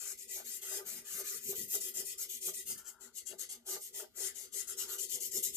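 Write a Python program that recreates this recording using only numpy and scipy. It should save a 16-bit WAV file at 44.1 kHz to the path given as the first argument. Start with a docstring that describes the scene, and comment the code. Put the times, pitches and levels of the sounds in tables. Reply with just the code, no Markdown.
"""Felt-tip scribbling on paper

A felt-tip marker scribbles back and forth on a sheet lying on a wooden desk in a quiet small room.
Nib: dense clicks on paper fibres through sheet and nib modes, a hiss that drops at every turn of the hand.
Desk: top modes rung by nib pressure, knocks and wrist bumps; twice a soft rub crosses the scribbling.
Two close ports differ in colour and desk echoes; a lumpy rumble and a wavering hum lie below.
"""
import sys
import numpy as np
from scipy import signal
from scipy.fft import rfft, irfft
from scipy.io import wavfile
from scipy.ndimage import uniform_filter1d, map_coordinates

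SR = 44100
rng = np.random.default_rng(int(sys.argv[2]) if len(sys.argv) > 2 else 0)


def digitize_waveform(pressure):
    """Quantize a signal to 16-bit integers and store it at the path in sys.argv[1].

    Rows of a 2-D input are taken as channels; values are limited to [-1, 1].
    """
    field = np.atleast_2d(pressure).T
    bounded = np.clip(field, -1, 1)
    quanta = np.round(bounded * 32767).astype(np.int16)
    wavfile.write(sys.argv[1], SR, quanta)


N = 245460

# Strokes: turn_s, speeding_up_ms, slowing_before_next_turn_ms, early_hiss_drive_db, late_hiss_drive_db,
# desk_pressure_db (only its swing counts), dull_rasp_db, bright_rasp_db
STROKES = [(-0.03, 53, 51, -43, -41, -16.5, -27, -21), (0.17, 10, 34, -48, -47.5, -23.5, -41, -49),
           (0.269, 38, 47, -43, -41, -23, -23, -43), (0.435, 27, 41, -43, -43, -24, -53, -27.5),
           (0.61, 16, 68, -43, -37, -11.5, -23, -23.5), (0.841, 34, 49, -41.5, -43.5, -18, -25, -24.5),
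           (1.034, 37, 28, -44, -37.5, -21.5, -25, -18.5), (1.23, 43, 32.6, -38.5, -40, -24.5, -48, -17.5),
           (1.404, 59, 35.5, -43, -36, -11, -62, -39), (1.545, 17, 35, -41, -44, -19, -50, -49),
           (1.675, 9.6, 49.6, -48.5, -32, -21.5, -53, -44), (1.8, 11, 41.5, -39, -41.5, -4, -50, -43),
           (1.934, 14.5, 42, -42.5, -34.5, -21, -24, -27.5), (2.043, 20, 45, -42, -43.5, -34, -46, -33),
           (2.173, 12, 50, -41.5, -37, -24.5, -26, -24.5), (2.281, 22, 32, -39, -43.5, -34, -43, -43),
           (2.401, 25, 45, -39, -36, -8, -56, -64), (2.53, 12, 36, -40.5, -44, -21, -37, -45),
           (2.651, 21, 54.4, -42, -35.5, -27.5, -56, -23), (2.772, 8.8, 34, -46.5, -53, -15, -29, -26),
           (2.838, 21, 103.5, -53, -44.5, -19.5, -25, -26), (2.993, 22, 57, -52, -54, -13, -25, -34),
           (3.122, 53, 61, -39.5, -41, -33, -32, -32), (3.248, 25, 56, -42, -49, -16.5, -32, -30),
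           (3.375, 20, 55, -40, -41, -21.5, -41, -24.5), (3.485, 10, 113.5, -44, -42.5, -21, -23.5, -28.5),
           (3.643, 36, 49.4, -41, -37.5, -14, -19, -23), (3.796, 25, 39, -46, -49.5, -28, -30, -40),
           (3.92, 29, 128, -43.5, -41.5, -17.5, -21, -38), (4.135, 54.4, 65, -41, -34.5, -12, -28, -23.5),
           (4.339, 23, 62.6, -44, -45.5, -20.5, -29, -29.5),
           (4.509, 32.3, 60, -39.5, -34.5, -26, -29, -23.5), (4.666, 14, 37, -41.5, -42, -20, -29, -18.5),
           (4.76, 28, 38, -35, -38.5, -22, -42, -34), (4.872, 19.5, 31, -41.5, -40, -17.5, -21, -20),
           (4.977, 10, 39, -38, -36.5, -18, -58, -64), (5.081, 29, 46, -38, -34, -21.5, -38, -69),
           (5.198, 10.4, 36, -35.5, -38.5, -18, -60, -62), (5.305, 15, 43.6, -41, -33.5, -9, -59, -43),
           (5.421, 13, 32.5, -33.5, -41, -23, -54, -60), (5.523, 33.5, 70, -39, -16, -7, -60, -64)]
# Hand drifting down the sheet: time_s, top_brightness_db, nib_ring_lean_left_db, other_lean_left_db, scrape_db
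POSTURE = [(0.0, -8, 13.5, 7, -11), (0.246, -1.5, 12.5, 7, -10.5), (0.8, 1.5, 8.5, 7.5, -10),
           (1.152, -2, 0.5, 9.5, -9.5), (1.499, 4.5, 10.5, 9, -11.5), (2.304, -3, 9.5, 8.5, -12),
           (2.7, -1.5, 6.5, 8.5, -11.5), (2.9, -5, 20, 7, -12), (3.3, -8, 14.5, 13.5, -10),
           (3.8, -2.5, 7, 3, -9.5), (4.15, 1.5, 14, 9.5, -7), (4.6, -16, 14, 12, -11),
           (4.901, -2, 16.5, 4.5, -8.5), (5.1, -5.5, 9, 10, -13.5), (5.57, 1, 17.5, 6, -9)]
# Modes of sheet and barrel: centre_hz, width_hz, left_db, right_db
SHEET_MODES = [(5356, 290, -5.5, 4), (6610, 230, 0.5, 0), (6200, 340, -6.5, 5.5), (9000, 1110, -3.5, 2.5),
               (9780, 560, 0.5, -4.5), (10680, 530, -4, 1.5), (11760, 640, -4, 0.5)]
# Nib ring: centre_hz, width_hz, left_db, right_db
NIB_MODES = [(7233, 600, 4.5, -64), (7660, 630, 2.5, -3)]
# Top brightness: centre_hz, width_hz, left_db, right_db
TOP_MODES = [(11840, 630, -13, -6), (13370, 150, -18, -10), (13240, 600, -29, 10.5), (12560, 570, 7.5, 11),
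             (13550, 1850, 3.5, 1)]
# Scrape of the sheet: centre_hz, width_hz, left_db, right_db
SCRAPE_MODES = [(1950, 54, 4, -6), (2088, 186, -3, -7), (2835, 230, 2, -8), (3174, 353, 2.5, -4.5),
                (3820, 390, -17.5, -9), (4340, 380, 1, -9), (4870, 200, -19, -2.5)]
# Sheet mode that fades as the hand moves down: centre_hz, width_hz, left_db, right_db
FADING_MODE = [(2477, 270, -3, -4.5)]
# Gain of that mode: time_s, level_db
FADING_LEVEL = [(0, 1.5), (1.5, -0.5), (2.7, -2.5), (3.0, -16), (4.2, -12), (5.57, -12)]
# Desk top modes rung by nib pressure: centre_hz, width_hz, left_db, right_db
DESK_MODES = [(384.3, 21, 4, 0), (400, 8.3, -7.5, -10), (446.7, 15.4, -8.5, -17.5), (472, 20, -19, -30)]
# Nib pressure keeping the desk ringing: time_s, ring_level_db
PRESSING = [(0.0, -70.5), (0.14, -62.5), (0.18, -79), (0.37, -59.5), (0.59, -71), (0.81, -50),
            (0.85, -63.5), (1.12, -70), (1.21, -49.5), (1.27, -67.5), (1.35, -57), (1.42, -73.5),
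            (1.5, -49), (1.6, -53), (1.71, -72), (1.75, -47.5), (1.8, -64), (1.89, -55.5), (1.94, -70),
            (2.01, -51), (2.06, -69), (2.29, -63), (2.39, -73), (2.48, -49), (2.54, -71), (2.59, -61.5),
            (2.65, -76), (2.7, -59.5), (2.82, -76), (2.88, -67), (2.96, -84), (3.05, -66), (3.11, -76.5),
            (3.29, -71), (3.33, -55), (3.38, -65.5), (3.44, -60), (3.47, -76), (3.58, -68.5), (3.61, -93),
            (3.69, -56.5), (3.77, -52.5), (3.84, -79.5), (4.03, -53.5), (4.12, -94), (4.19, -51),
            (4.29, -60.5), (4.34, -71.5), (4.46, -63.5), (4.5, -83), (4.56, -54), (4.67, -77), (4.7, -61.5),
            (5.04, -56.5), (5.09, -70), (5.16, -54.5), (5.32, -66.5), (5.36, -43), (5.44, -59),
            (5.57, -67.5)]
# Dull rasp of the desk: centre_hz, width_hz, left_db, right_db
DULL_RASP_MODES = [(616, 19.4, 6, -12), (646, 32.6, 0.5, -2), (784, 89, -4.5, -7), (860, 114, -2.5, -18),
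                   (1005, 68, -14.5, -12.5)]
# Bright rasp of the desk: centre_hz, width_hz, left_db, right_db
BRIGHT_RASP_MODES = [(1208, 24.7, 6, -2), (1398, 91, 3.6, -8), (1532, 44, 4, 1.5), (1737, 91, 6.2, -26)]
# Band edges, dull rasp then bright: low_hz, high_hz
RASP_BANDS = [(570, 980), (1100, 1866)]
# Nib digging in as the hand brakes, knocking the desk: time_s, peak_drive_db
KNOCKS = [(0.378, -52), (0.4, -48), (0.72, -54.5), (.803, -50.5), (1.197, -50.5), (1.53, -52),
          (1.747, -50.5), (2.014, -57.5), (2.482, -53), (2.71, -61), (3.332, -54.5), (3.762, -50.5),
          (3.998, -53), (4.034, -57), (4.215, -55.5), (4.566, -69), (4.968, -67.5), (5.172, -62.5),
          (5.365, -59)]
# Reflections off desk and hand: mean_lag_ms, left_db, right_db
ECHOES = [(0.555, -24, -33), (0.27, -40, -13.5), (0.954, -13.5, -46), (0.557, -57, -6.5), (1.7, -4, -8)]
# Lowest desk modes, woken by the wrist: centre_hz, width_hz, left_db, right_db
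WRIST_MODES = [(33.8, 27, -19, -14), (63.7, 23, -2.5, -0.5), (137, 88, 0, 3.5), (210, 58, 12, 6)]
# Wrist bumping the desk: time_s, peak_db
BUMPS = [(.3, -80), (.545, -72.5), (.77, -73), (.87, -67), (.95, -58), (1.15, -65.5), (1.36, -65),
         (1.495, -56), (1.615, -53.5), (1.75, -62.5), (2.0, -62), (2.48, -60.5), (2.71, -55.5),
         (3.33, -63.5), (3.74, -67), (4.23, -82), (4.93, -76), (5.16, -61), (5.25, -65.5), (5.375, -59),
         (5.47, -61.5)]
# Soft steady rubs, perhaps the palm sliding: start_s, length_s, level_db
SLIDES = [(2.728, 0.42, -66.5), (4.746, 0.28, -61)]
# Colour of the rub: centre_hz, width_hz, left_db, right_db
RUB_MODES = [(915, 280, 12.5, 0), (1400, 140, 22.5, 11.5), (1470, 490, 3, 3)]
# Colour of the rumble: frequency_hz, relative_density_db
RUMBLE_COLOUR = [(20, -14.5), (40, 12), (70, 31), (150, 12), (280, 28.5), (480, -39), (700, 5), (1050, -53),
                 (1400, -32), (2000, -30), (2900, -12), (4000, -13), (15000, -13)]

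FIRST_TURN_DB, STILL_DB, LAST_TURN_S = -32, -76.5, 5.66  # hiss drive at first turn, with nib lifted
JERK_TIME, JERK_LEVEL = 0.62, 0.85  # nib breaks loose: share of speeding up, share of the rise in dB
ARCH_DB, SLOWING_DB_PER_S = 1.5, 443  # mid-stroke above the mean of its ends; fall towards the turn
DULLING_DB_PER_DB = 0.1  # strokes that swell lose top brightness
SCRAPE_FOLLOWS = 0.74  # share of the hiss swing
BEARING_DB, BEARING_FOLLOWS = 1, 0.16  # half the pressure swell per stroke; extra per dB of hiss swell
RASP_FOLLOWS, RASP_KEEPS = 0.65, 0.65  # share of pressure swing followed; of hiss swing not followed
RASP_RIDES = 0.18  # share of the quick swings of the desk ring
KNOCK_RISE_DB_PER_S, KNOCK_FALL_DB_PER_S, KNOCK_RASP_DB, KNOCK_DULL_HZ = 916, 579, -1, 657
DESK_STEADY, WRIST_STEADY = 0.45, 0.25  # how far steady drag evens out chance beats, 0-1
PORT_LAG_MS, TRAVEL_MS = 0.12, 0.043  # left port hears later; path change along a stroke
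BUMP_RISE_DB_PER_S, BUMP_FALL_DB_PER_S, RESTING_DB = 308, 193, -82
DEEP_DB, DEEP_FOLLOWS = -80, 0.23  # two deepest modes hum on; share of the bump swing in them
SLIDE_EDGE_S = 0.078
ROOM_T60_S, ROOM_DB, WALL_CUT_HZ = 0.16, -2, 6800
DESK_ROOM_DB = -5.5  # drumming reaches the walls weaker than the hiss
RUMBLE_DB, HUM_HZ, HUM_DB = -83.5, 237.7, -80
CUTOFF_HZ = 14520


def marker():
    """One nib on paper drives both the airborne hiss and the desk under the sheet."""
    speed_db, moving, midway, slowing, swell_db = stroke_speed()
    clumps = from_db(0.35 * drift(130) + 0.5 * drift(31))
    slips = [from_db(speed_db) * fibres(per_s=14000, spread_db=2.0, clumps=clumps, own=0.09)
             for edge in range(2)]  # both edges of the nib
    hiss = nib_hiss(slips, speed_db, moving, slowing, swell_db)
    drumming = desk_drumming(slips, speed_db, moving, midway, slowing, swell_db)
    return hiss, drumming, nib_place()


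def stroke_speed():
    """Drive of the hiss: each stroke jerks loose, arches, then dies at one rate towards the turn."""
    turn, rise_ms, fall_ms, early_db, late_db = np.transpose(STROKES)[:5]
    rise, fall = rise_ms / 1000, fall_ms / 1000
    moving = turn + rise
    slowing = np.append(turn[1:], LAST_TURN_S) - fall
    midway = (moving + slowing) / 2
    dying = np.minimum(fall, (late_db - STILL_DB) / SLOWING_DB_PER_S)
    end_db = late_db - SLOWING_DB_PER_S * dying
    rest_db = np.append(FIRST_TURN_DB, end_db[:-1])
    jerk_db = rest_db + JERK_LEVEL * (early_db - rest_db)
    arch_db = (early_db + late_db) / 2 + ARCH_DB
    times = np.c_[turn, turn + JERK_TIME * rise, moving, midway, slowing, slowing + dying]
    levels_db = np.c_[rest_db, jerk_db, early_db, arch_db, late_db, end_db]
    return through(times, levels_db, smooth_s=0.004), moving, midway, slowing, late_db - early_db


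def nib_hiss(slips, speed_db, moving, slowing, swell_db):
    """Fibre slips ring sheet, nib and top modes; lower sheet modes add a scrape."""
    s, *posture = np.transpose(POSTURE)
    top_db, ring_lean_db, lean_db, scrape_db = [through(s, column, smooth_s=0.017) for column in posture]
    stroke_swell_db = through(np.c_[moving, slowing], np.c_[swell_db, swell_db], smooth_s=0.0088)
    top_gain = from_db(top_db - DULLING_DB_PER_DB * stroke_swell_db - 6.0)
    sheet = resonate(slips, SHEET_MODES, wander_db=3.0)
    sheet += top_gain * resonate(slips, TOP_MODES, wander_db=4.0)
    nib_ring = resonate(slips[::-1], NIB_MODES, wander_db=1.7)
    hiss = leaning(sheet, lean_db) + leaning(nib_ring, ring_lean_db)
    hiss = band(hiss, low_hz=5350, high_hz=19500)

    scrape_db = scrape_db + (SCRAPE_FOLLOWS - 1) * (speed_db - speed_db.mean())
    hiss += from_db(scrape_db + 6.0) * sheet_scrape(slips)
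    return from_db(-1.36) * hiss


def sheet_scrape(slips):
    """Two groups of low sheet modes with a hollow between, where one fading mode sits."""
    fading_gain = from_db(through(*np.transpose(FADING_LEVEL), smooth_s=0.05))
    scrape = fading_gain * resonate(slips[::-1], FADING_MODE, wander_db=3.0)
    scrape += band(resonate(slips, SCRAPE_MODES[:2], wander_db=4.5), low_hz=1798, high_hz=2280)
    scrape += band(resonate(slips, SCRAPE_MODES[2:], wander_db=4.5), low_hz=2650, high_hz=5870)
    return band(scrape, low_hz=1670, high_hz=8400)  # sheet sheds little below its lowest mode


def desk_drumming(slips, speed_db, moving, midway, slowing, swell_db):
    """Pressure keeps the desk top ringing; slips and braking knocks make its higher modes rasp."""
    desk_db, *rasps_db = np.transpose(STROKES)[5:]
    taps = fibres(per_s=2500, spread_db=2.0, clumps=from_db(2.0 * drift(18.0)), own=0.012)
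    ringing = band(resonate([taps], DESK_MODES, wander_db=2.0), low_hz=338.6, high_hz=534)
    ring_db = through(*np.transpose(PRESSING), smooth_s=0.0055)
    drumming = from_db(ring_db) * evened(ringing, DESK_STEADY, window_s=0.015)

    bearing_db = BEARING_DB + BEARING_FOLLOWS * swell_db
    times = np.c_[(moving + midway) / 2, (midway + slowing) / 2]
    pressure_db = through(times, np.c_[desk_db - bearing_db, desk_db + bearing_db], smooth_s=0.056)
    rasp_db = RASP_FOLLOWS * (pressure_db - pressure_db.mean()) - 6.0
    rasp_db -= RASP_KEEPS * (speed_db - speed_db.mean())
    rasp_db += RASP_RIDES * (ring_db - uniform_filter1d(ring_db, size=SR // 6))

    knocks = humps(KNOCKS, KNOCK_RISE_DB_PER_S, KNOCK_FALL_DB_PER_S, floor_db=-150)
    dulling = signal.butter(2, KNOCK_DULL_HZ, fs=SR, output="sos")
    thuds = signal.sosfilt(dulling, knocks * taps)  # soft nib dulls the blow

    rasp_modes = (DULL_RASP_MODES, BRIGHT_RASP_MODES)
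    for modes, (low_hz, high_hz), level_db in zip(rasp_modes, RASP_BANDS, rasps_db):
        stroke_db = through(np.c_[moving, slowing], np.c_[level_db, level_db], smooth_s=0.0068)
        gain = from_db(rasp_db + stroke_db)
        drives = [gain * slip + from_db(KNOCK_RASP_DB) * thuds for slip in slips]
        drumming += from_db(21.5) * band(resonate(drives, modes, wander_db=5.0), low_hz, high_hz)
    return drumming


def nib_place():
    """Place along the stroke, 0 and 1 at alternate turns, with slow drift."""
    turn = np.transpose(STROKES)[0]
    return through(turn, np.arange(len(turn)) % 2, smooth_s=0.013) + 0.68 * drift(1.44)


def near_echoes(x, place):
    """Direct path and short reflections off desk and hand, their lags shifting as the nib travels."""
    out = np.array([delayed(x[0], PORT_LAG_MS + TRAVEL_MS * place, order=3), x[1]])
    for k, (ms, left_db, right_db) in enumerate(ECHOES):
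        lag_ms = ms * (1 + 0.1208 * (-1) ** k * place)
        echo = np.array([delayed(port, lag_ms, order=1) for port in x])
        out += echo * from_db([[left_db], [right_db]])
    return out


def wrist():
    """Lumpy low pushes ring the lowest desk modes; each bump rises fast and dies away."""
    pushes = [fibres(per_s=230, spread_db=1.0, clumps=from_db(1.4 * drift(13.0)), own=0.96)]
    bumps = humps(BUMPS, BUMP_RISE_DB_PER_S, BUMP_FALL_DB_PER_S, RESTING_DB)
    deep = rms_one(band(resonate(pushes, WRIST_MODES[:2], wander_db=3.5), low_hz=22.7, high_hz=109))
    deep_gain = from_db(DEEP_DB + 3.5 * drift(8.2)) * (bumps / bumps.mean()) ** DEEP_FOLLOWS
    thumps = band(resonate(pushes, WRIST_MODES[2:], wander_db=2.5), low_hz=96, high_hz=338)
    return bumps * evened(thumps, WRIST_STEADY, window_s=0.024) + deep_gain * deep


def slide():
    """Steady friction: noise through low-middle resonances, faded in and out."""
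    s, length, level_db = np.transpose(SLIDES)
    times = np.c_[s, s + SLIDE_EDGE_S, s + length - SLIDE_EDGE_S, s + length]
    gate = through(times, from_db(level_db)[:, None] * [0, 1, 1, 0], smooth_s=0.01)
    rub = rng.standard_normal(N) + 0.3 * rng.standard_normal((2, N))
    return gate * rms_one(band(resonate([rub], RUB_MODES, wander_db=2.5), low_hz=814, high_hz=1590))


def room(x, place):
    """Dense dying reflections, duller with time; their pattern turns over as the nib travels."""
    t = np.arange(int(ROOM_T60_S * SR)) / SR
    dense = rng.standard_normal((2, 2, SR))[..., :len(t)]
    dull = signal.sosfilt(signal.butter(1, WALL_CUT_HZ, fs=SR, output="sos"), dense)
    tails = dull + (dense - dull) * from_db(-90 * t / ROOM_T60_S)  # treble dies sooner
    tails = tails * from_db(-60 * t / ROOM_T60_S) * (t > 0.003)
    tails = tails / np.sqrt(np.sum(tails ** 2, axis=-1, keepdims=True))
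    turned = [x * np.cos(2.0 * place), x * np.sin(2.0 * place)]
    return sum(signal.fftconvolve(part[None], tail, axes=1)[:, :N] for part, tail in zip(turned, tails))


def background():
    """Coloured noise, slightly shared by the ports, as lumpy rumble; a sine wavering in pitch and level."""
    hz = np.maximum(np.arange(N // 2 + 1) * SR / N, 1)
    point_hz, point_db = np.transpose(RUMBLE_COLOUR)
    colour = from_db(np.interp(np.log(hz), np.log(point_hz), point_db))
    white = rng.standard_normal((2, N)) + 0.077 * rng.standard_normal(N)
    rumble = rms_one(irfft(rfft(white) * colour, N)) * from_db(RUMBLE_DB + 5.6 * drift(6.0))
    hum_phase = 2 * np.pi * np.cumsum(HUM_HZ + 1.755 * drift(1.41)) / SR
    return rumble + np.sin(hum_phase) * from_db(HUM_DB + 5.8 * drift(9.9))


def fibres(per_s, spread_db, clumps, own):
    """Nib catching and slipping off fibres: uneven random clicks, shared plus each port's own share."""
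    sizes_db = spread_db * np.minimum(rng.exponential(1, (3, N)), 5)
    sizes = from_db(sizes_db) * rng.choice([-1, 1], (3, N))
    shared, *apart = sizes * (rng.random((3, N)) < per_s / SR) * clumps
    return rms_one(shared + own * np.array(apart))


def resonate(drives, modes, wander_db):
    """Parallel resonances on alternating drives; each swells and fades as the contact point moves."""
    out = np.zeros((2, N))
    for k, (hz, width_hz, left_db, right_db) in enumerate(modes):
        r = np.exp(-np.pi * width_hz / SR)
        top = [(1 - r * r) / 2, 0, (r * r - 1) / 2]
        bottom = [1, -2 * r * np.cos(2 * np.pi * hz / SR), r * r]
        gain_db = wander_db * np.array([drift(11.2), drift(11.3)]) + [[left_db], [right_db]]
        out += signal.lfilter(top, bottom, drives[k % len(drives)]) * from_db(gain_db)
    return out


def band(x, low_hz, high_hz):
    """Steep edges around a group of modes."""
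    return signal.sosfilt(signal.butter(4, [low_hz, high_hz], "band", fs=SR, output="sos"), x)


def humps(rows, rise_db_per_s, fall_db_per_s, floor_db):
    """Gain that rises to each peak and dies away, straight in dB, above a floor."""
    level_db, t = np.full(N, float(floor_db)), np.arange(N) / SR
    for s, peak_db in rows:
        drop_db = np.maximum(rise_db_per_s * (s - t), fall_db_per_s * (t - s))
        level_db = np.maximum(level_db, peak_db - drop_db)
    return from_db(level_db)


def evened(x, share, window_s):
    """Divides out a share of the level swings of a ringing; unit rms."""
    power = uniform_filter1d(np.mean(x ** 2, axis=0), size=max(1, int(window_s * SR)))
    return rms_one(x / (power + 0.026 * power.mean()) ** (np.clip(share, 0, 1) / 2))


def leaning(x, lean_db):
    """Splits a left-right level difference between the ports."""
    return x * from_db(lean_db * np.array([[0.5], [-0.5]]))


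def delayed(x, ms, order):
    """Reads a signal with a lag that may change in time."""
    return map_coordinates(x, [np.arange(N) - ms * SR / 1000], order=order)


def drift(corner_hz):
    """Slow chance: noise twice through a one-pole low-pass, at SR / 40; unit rms."""
    r = np.exp(-80 * np.pi * corner_hz / SR)
    noise = rng.standard_normal(N // 40 + 2002)
    slow = signal.lfilter([1], [1, -2 * r, r * r], noise)[2000:]  # settled part
    return np.interp(np.arange(N) / 40, np.arange(len(slow)), rms_one(slow))


def through(times, values, smooth_s):
    """Straight lines through points in time, corners rounded."""
    line = np.interp(np.arange(N) / SR, np.ravel(times), np.ravel(values))
    return uniform_filter1d(line, size=max(1, int(smooth_s * SR)))


def from_db(db):
    """Decibels to gain."""
    return 10 ** (np.asarray(db) / 20)


def rms_one(x):
    """Scales to unit rms."""
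    return x / np.sqrt(np.mean(x ** 2) + 1e-20)


def scene():
    """Marker with its echoes, wrist, slide, room and background."""
    hiss, drumming, place = marker()
    near = near_echoes(hiss, place)
    to_walls = near[1] + from_db(DESK_ROOM_DB) * drumming[1]  # right port feeds the room
    reverb = from_db(ROOM_DB) * room(to_walls, place)
    return near + drumming + wrist() + slide() + reverb + background()


def record(dry):
    """Steep low-pass cuts the top."""
    return signal.sosfilt(signal.cheby1(20, 0.5, CUTOFF_HZ, fs=SR, output="sos"), dry)


dry = scene()
out = record(dry)
digitize_waveform(out)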